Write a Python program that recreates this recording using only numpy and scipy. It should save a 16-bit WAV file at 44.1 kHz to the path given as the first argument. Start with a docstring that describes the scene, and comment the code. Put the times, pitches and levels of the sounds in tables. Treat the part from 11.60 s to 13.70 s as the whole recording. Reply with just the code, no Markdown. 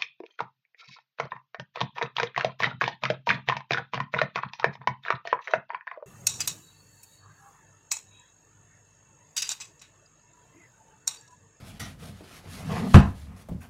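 """A heavy boxed item slides out of a tilted shipping carton: card rubs and scrapes by friction, as many tiny
slips filtered to the card's spectrum. The carton's panels rumble as low filtered noise and groan at a rubbed
resonance. The box slams on the floor: contact noise plus decaying low modes, loud enough to overload the
microphone. The carton takes soft bumps during the slide and after the landing, and the empty carton brushes and
booms as it is lifted off. A furnished room adds its reverberation, and quiet room air lies beneath."""
import sys
import numpy as np
from scipy import signal
from scipy.fft import rfft, irfft
from scipy.io import wavfile
from scipy.ndimage import uniform_filter1d

SR = 44100
rng = np.random.default_rng(int(sys.argv[2]) if len(sys.argv) > 2 else 0)


def dump_mix(stems):
    """Bounce the given channels to the path in sys.argv[1] as a 16-bit WAV at rate SR."""
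    frames = np.atleast_2d(stems).T  # one column per channel
    limited = np.clip(frames, -1, 1)  # hard clip at full scale
    pcm = np.round(limited * 32767).astype(np.int16)
    wavfile.write(sys.argv[1], SR, pcm)


N = 92565
TIME = np.arange(N) / SR

# Spectra are relative densities; friction, panel noise and air are normalised before their level is set.
# Strokes of card on card:
# (start [s], length [s], level [dB], attack [s], release [s], tilt [dB per octave])
RUB_STROKES = [(-.03, 0.23, -55.5, 0.027, 0.022, -2.5), (.04, 0.088, -53.5, 0.046, 0.041, 0.5),
               (.194, 0.037, -33.5, 0.011, 0.044, 0), (.22, 0.14, -44, 0.0071, 0.13, -1.9),
               (.375, .17, -50.5, 0.056, 0.069, -1), (.52, 0.18, -58, .03, 0.04, -2),
               (.63, 0.19, -50.5, 0.13, 0.043, -1), (.80, 0.11, -51, 0.054, 0.042, -4),
               (.87, 0.22, -47, 0.057, 0.12, -0.5), (1.04, 0.23, -42, 0.082, .07, -3),
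               (1.22, 0.19, -47, 0.067, 0.0058, -1.2), (1.336, 0.029, -33.5, 0.0043, 0.0042, -3.5),
               (1.42, 0.12, -61.5, 0.034, 0.032, 1.5), (1.52, 0.18, -58.5, 0.046, 0.078, 0),
               (1.762, 0.083, -59, 0.0036, 0.022, 1), (1.885, 0.068, -63, 0.037, .02, -2.5),
               (2.003, 0.088, -59.5, 0.01, 0.057, 5.3)]
# Spectrum of rubbing card: (frequency [Hz], density [dB per Hz])
RUB_SPECTRUM = [(250, -3.5), (560, -3), (680, 1.5), (820, -0.5), (1050, -3.5), (1250, 0), (1800, -0.5),
                (2800, -1), (4400, -2.5), (6400, -5), (7900, -8), (10500, -6), (11800, -7), (13500, -17),
                (16000, -17)]
RUB_SLIPS_PER_S, RUB_SPREAD_DB = 6000, 1.5
JUDDER_RMS_DB, JUDDER_HZ = 0.64, 70
# The box's rear edge dragging over the flap, and the loose flaps dragging over the box:
# (start [s], length [s], level [dB], attack [s], release [s], tilt [dB per octave])
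FLAP_SCRAPES = [(.198, 0.067, -41.5, 0.0034, 0.093, 2), (.41, 0.13, -55.5, 0.021, 0.067, -5),
                (.96, .13, -50, 0.037, 0.018, 0), (1.085, 0.087, -35.5, 0.025, 0.021, -2.5),
                (1.155, 0.064, -36, .015, 0.039, 1), (1.19, 0.1, -39, 0.018, 0.013, -6.5),
                (1.66, .19, -59.5, 0.01, 0.03, 0.5), (2.003, 0.079, -54, .018, 0.043, 4)]
# Spectrum of the scraped flap: (frequency [Hz], density [dB per Hz])
FLAP_SPECTRUM = [(150, -38), (330, -20.5), (425, 2.5), (540, -9.5), (720, 1), (860, -4.5), (1040, -4.5),
                 (1230, -2), (1450, -11), (2600, -12.5), (4000, -29.5), (9000, -41), (15000, -68)]
FLAP_SLIPS_PER_S, FLAP_SPREAD_DB = 1500, 1.5
PATCH_RMS_DB = 2.2
# Edges of card that sing briefly as they flick past each other:
# (time [s], level [dB], pitch [Hz], width [Hz])
EDGE_FLICKS = [(.2, -49, 5750, 900), (.2, -49, 1910, 120), (2.005, -59, 1570, 110)]
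FLICK_LENGTH_S, FLICK_ATTACK_S, FLICK_RELEASE_S = 0.072, 0.0021, 0.028

# The box landing, edge first and then flat:
# (time [s], slap level [dB], boom level [dB], tilt [dB per octave])
LANDING_BLOWS = [(1.3427, 13, -21.5, -2), (1.3458, 12, 1, 1.5), (1.3545, 6, -1.4, 1.5),
                 (1.3605, -5, -23, 4), (1.3680, 9, -43, -3.5), (1.3785, -12, -15.5, -7.5)]
# Modes of the box on the floor: (frequency [Hz], relative level [dB], T60 [s])
BOX_MODES = [(62.7, -7, .36), (81.8, -6.5, 0.23), (88.2, 6, 0.086), (129.1, 2.5, 0.09),
             (145.5, -2.5, 0.192), (195.3, -2, .22), (230.1, -18.5, 0.29), (256.1, -5, 0.11),
             (350, -14, 0.098), (443, -30, 0.15), (696, -25.5, 0.15), (809, -29, 0.13)]
# Spectrum of the landing slap: (frequency [Hz], density [dB per Hz])
SLAP_SPECTRUM = [(60, -12.5), (300, -4), (680, -1), (1000, 3.5), (1260, 1), (1600, -1), (1950, -6),
                 (2700, -10.5), (3400, -14), (4200, -22), (7500, -28), (11000, -35), (15500, -49)]
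SLAP_RISE_S, SLAP_T60_S = 0.00061, 0.021
# Soft bumps on the carton: (time [s], tap level [dB], hollow level [dB], tilt [dB per octave])
CARTON_BUMPS = [(.605, -20, -75, 2.5), (.617, -23, -72, 0.5), (1.886, -15.5, -45, 8),
                (1.895, -22.5, -31.5, 6.5), (1.914, -16.5, -25, 2.5), (1.947, -38, -28.5, -8),
                (1.973, -52, -48, -8)]
# Modes of the hollow carton: (frequency [Hz], relative level [dB], T60 [s])
CARTON_MODES = [(60, -19, 0.28), (79.8, -3, 0.25), (130.6, -9.5, 0.32), (172.7, 6, 0.077),
                (232.4, -15, 0.24), (293, -36, 0.17), (530, -31, 0.076)]
# Spectrum of a tap on the carton: (frequency [Hz], density [dB per Hz])
TAP_SPECTRUM = [(100, -11.5), (300, 5.5), (480, 0.5), (800, -9.5), (1100, -18.5), (1600, -36), (4000, -56),
                (12000, -69)]
TAP_RISE_S, TAP_T60_S = 0.0054, 0.036
MODE_RISE_S = 0.0033  # time constant, like the two rises above

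# Course of the panels' low rumble: (time [s], level [dB])
PANEL_LEVEL = [(0, -46.5), (.15, -45), (.19, -53), (.22, -36.5), (.36, -51), (.43, -45.5), (.52, -42),
               (.6, -57), (.82, -56.5), (.88, -47.5), (.97, -46), (1.11, -33.5), (1.3, -38.5), (1.5, -39),
               (1.59, -51), (1.72, -45.5), (1.82, -55.5), (2.02, -46.5), (2.1, -58)]
# Spectrum of the shaking panels: (frequency [Hz], density [dB per Hz])
PANEL_SPECTRUM = [(20, -41), (34, -18), (48, -3.5), (68, -17.5), (90, 6), (115, -2), (185, 0.5),
                  (225, -5.5), (280, -7.5), (330, -28.5), (600, -32.5), (1500, -81)]
# Groan of the carton as the box drags out: (time [s], pitch [Hz], level [dB])
GROAN_PATH = [(0.851, 180, -59), (1.0, 174.6, -49.5), (1.091, 172, -34.5), (1.155, 171.2, -31.5),
              (1.192, 168, -33), (1.249, 227.2, -27), (1.285, 209, -27), (1.32, 210, -35),
              (1.359, 196, -27)]
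GROAN_WIDTH_HZ = 69
# The emptied carton booms softely as it swings free:
# (start [s], length [s], level [dB], attack [s], release [s])
SWING_STROKE = (1.565, .2, -43.5, .02, .07)
SWING_HZ, SWING_WAVER_RMS_HZ, SWING_WAVER_RMS_DB = 78, 2.5, 1.2

# Reverberation time of the room: (frequency [Hz], T60 [s])
ROOM_DECAY = [(60, 0.51), (250, 0.37), (1000, 0.32), (3000, 0.27), (7000, .26), (15000, 0.12)]
ROOM_DELAY_S = 0.0036
RUB_WET_DB, HIT_WET_DB, BOOM_WET_DB = -10.5, -7, -21.5
# Spectrum of the room air: (frequency [Hz], density [dB per Hz])
AIR_SPECTRUM = [(20, -33), (35, -5), (60, 10.5), (200, -2), (400, -7.5), (1500, -15), (4000, -24),
                (11000, -27.5), (16000, -34)]
AIR_DB = -56
CEILING, KNEE = 1, 5  # microphone's peak amplitude, and exponent for how sharply it is reached
EDGE_HZ = 15800  # upper band limit


def friction(strokes, spectrum, slips_per_s, spread_db):
    """Sliding friction: random tiny slips of uneven size, juddering, excite the card in each stroke."""
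    excess_db = spread_db * np.minimum(rng.exponential(1, N), 4)
    sizes = amp(excess_db) * rng.choice([-1, 1], N)
    happens = rng.random(N) < slips_per_s / SR
    slips = sizes * happens * amp(JUDDER_RMS_DB * wander(JUDDER_HZ))
    return sum(envelope(*shape) * unit(colour(slips, spectrum, tilt)) for *shape, tilt in strokes)


def patchy(x):
    """Moving contact: as the contact patch shifts, narrow resonances of the card come and go."""
    z = signal.stft(x, SR, nperseg=512)[2]
    patches = uniform_filter1d(rng.standard_normal(z.shape), size=3, axis=0)  # across frequency
    patches = uniform_filter1d(patches, size=10, axis=1)  # across time
    return signal.istft(z * amp(PATCH_RMS_DB * unit(patches)), SR, nperseg=512)[1][:N]


def flicks():
    """Edge resonance: a card edge, briefly excited, rings in a narrow fuzzy band."""
    total = np.zeros(N)
    for s, db, hz, width in EDGE_FLICKS:
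        shape = envelope(s, FLICK_LENGTH_S, db, FLICK_ATTACK_S, FLICK_RELEASE_S)
        total += shape * resonance(hz, width)
    return total


def resonance(hz, width):
    """Narrow-band noise: a randomly modulated carrier follows a pitch, steadier than plain noise."""
    drive = wander(width / 2) + 1j * wander(width / 2)
    turn = np.exp(2j * np.pi * np.cumsum(hz * np.ones(N)) / SR)
    steadied = drive / np.sqrt(abs(drive) + 1e-9)  # square root of the magnitude, same phase
    return unit((turn * steadied).real)


def blows(table, modes, spectrum, rise, t60):
    """Impact: each blow is a short burst of crushing card plus the low modes of the struck body."""
    t = np.arange(SR // 2) / SR
    contact, body = np.zeros(N), np.zeros(N)
    for s, contact_db, body_db, tilt in table:
        burst = rng.standard_normal(len(t)) * (1 - np.exp(-t / rise)) * amp(-60 * t / t60)
        crush = unit(colour(burst, spectrum, tilt)) / np.sqrt(len(t))  # unit energy
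        add(contact, s, amp(contact_db) * crush)
        add(body, s, amp(body_db) * ring(modes, t))
    return room(contact, HIT_WET_DB) + room(body, BOOM_WET_DB)


def ring(modes, t):
    """Modal superposition: a struck box sounds as a sum of exponentially decaying sinusoids."""
    total = sum(amp(db - 60 * t / t60) * np.sin(2 * np.pi * hz * t) for hz, db, t60 in modes)
    return (1 - np.exp(-t / MODE_RISE_S)) * total


def rumble():
    """Panel vibration: large panels shake at random, groan as the box drags out, and boom once empty."""
    level_db = np.interp(TIME, *np.transpose(PANEL_LEVEL))
    shake = amp(level_db) * unit(colour(rng.standard_normal(N), PANEL_SPECTRUM))
    return shake + groan() + swing()


def groan():
    """Rubbed resonance: a fuzzy tone follows the tabled pitch and is silent outside its span."""
    s, hz, db = np.transpose(GROAN_PATH)
    level = amp(np.interp(TIME, s, db, -np.inf, -np.inf))
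    return level * resonance(np.interp(TIME, s, hz), GROAN_WIDTH_HZ)


def swing():
    """Low resonance of the empty carton: a sine wavering in both pitch and level."""
    turns = np.cumsum(SWING_HZ + SWING_WAVER_RMS_HZ * wander(8.3)) / SR
    waver = amp(SWING_WAVER_RMS_DB * wander(32))
    return envelope(*SWING_STROKE) * waver * unit(np.sin(2 * np.pi * turns))


def room(x, wet_db, size=22050):
    """Reverberation: a delayed dense noise tail whose bands decay at their own rates joins the sound."""
    hz, t, z = signal.stft(rng.standard_normal(size), SR, nperseg=256)
    decay = amp(-60 * t / read(ROOM_DECAY, hz)[:, None])
    tail = signal.istft(z * decay, SR, nperseg=256)[1]
    out = x.copy()
    add(out, ROOM_DELAY_S, amp(wet_db) * signal.fftconvolve(x, tail / np.linalg.norm(tail))[:N])
    return out


def room_air():
    """Stationary background noise: steady random pressure with the spectrum of the room air."""
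    return amp(AIR_DB) * unit(colour(rng.standard_normal(N), AIR_SPECTRUM))


def envelope(start, length, db, attack, release):
    """Amplitude envelope: linear attack and release, whichever is lower, at most full level."""
    rising, falling = (TIME - start) / attack, (start + length - TIME) / release
    return amp(db) * np.clip(np.minimum(rising, falling), 0, 1)


def colour(x, spectrum, tilt=0, size=8192):
    """Minimum-phase filtering: the log gain fixes a causal response; tilt in dB per octave re 1 kHz."""
    hz = abs(np.fft.fftfreq(size, 1 / SR))
    octaves = np.log2(np.maximum(hz, 200) / 1000)  # the tilt is held below 200 Hz
    log_gain = np.log(amp(read(spectrum, hz) + tilt * octaves))
    taps = np.fft.ifft(np.exp(np.conj(signal.hilbert(log_gain)))).real[:size // 2]
    return signal.fftconvolve(x, taps)[:len(x)]


def wander(hz):
    """Low-passed noise: random motion of rms 1 whose spectrum is halved at the given rate."""
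    lowpass = 1 / (1 + (np.fft.rfftfreq(N, 1 / SR) / hz) ** 4)
    return unit(irfft(rfft(rng.standard_normal(N)) * lowpass, N))


def read(points, hz):
    """Interpolation of a table along a logarithmic frequency axis."""
    f, value = np.transpose(points)
    return np.interp(np.log(hz + 1), np.log(f + 1), value)


def add(mix, s, sound):
    """Superposition: adds a sound to the mix in place from time s."""
    part = mix[max(round(s * SR), 0):][:len(sound)]
    part += sound[:len(part)]


def amp(db):
    """Amplitude ratio of a level in decibels."""
    return 10 ** (np.asarray(db) / 20)


def unit(x):
    """Normalisation to a root-mean-square value of 1."""
    return x / np.sqrt(np.mean(x ** 2) + 1e-20)


def scene():
    """Superposition of rubbing, scraping, landing, bumps and rumble over quiet room air."""
    rub = friction(RUB_STROKES, RUB_SPECTRUM, RUB_SLIPS_PER_S, RUB_SPREAD_DB)
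    scrape = friction(FLAP_SCRAPES, FLAP_SPECTRUM, FLAP_SLIPS_PER_S, FLAP_SPREAD_DB)
    sliding = room(patchy(rub + scrape) + flicks(), RUB_WET_DB)
    landing = blows(LANDING_BLOWS, BOX_MODES, SLAP_SPECTRUM, SLAP_RISE_S, SLAP_T60_S)
    bumps = blows(CARTON_BUMPS, CARTON_MODES, TAP_SPECTRUM, TAP_RISE_S, TAP_T60_S)
    return (sliding + landing + bumps + rumble() + room_air())[None]


def record(dry):
    """Saturation and band limiting: the microphone flattens the thud's peaks, then the treble is cut."""
    squashed = dry / (1 + abs(dry / CEILING) ** KNEE) ** (1 / KNEE)
    lowpass = signal.firwin(511, EDGE_HZ, window=("kaiser", 9), fs=SR)
    return signal.oaconvolve(squashed, lowpass[None], "same")


dry = scene()
out = record(dry)
dump_mix(out)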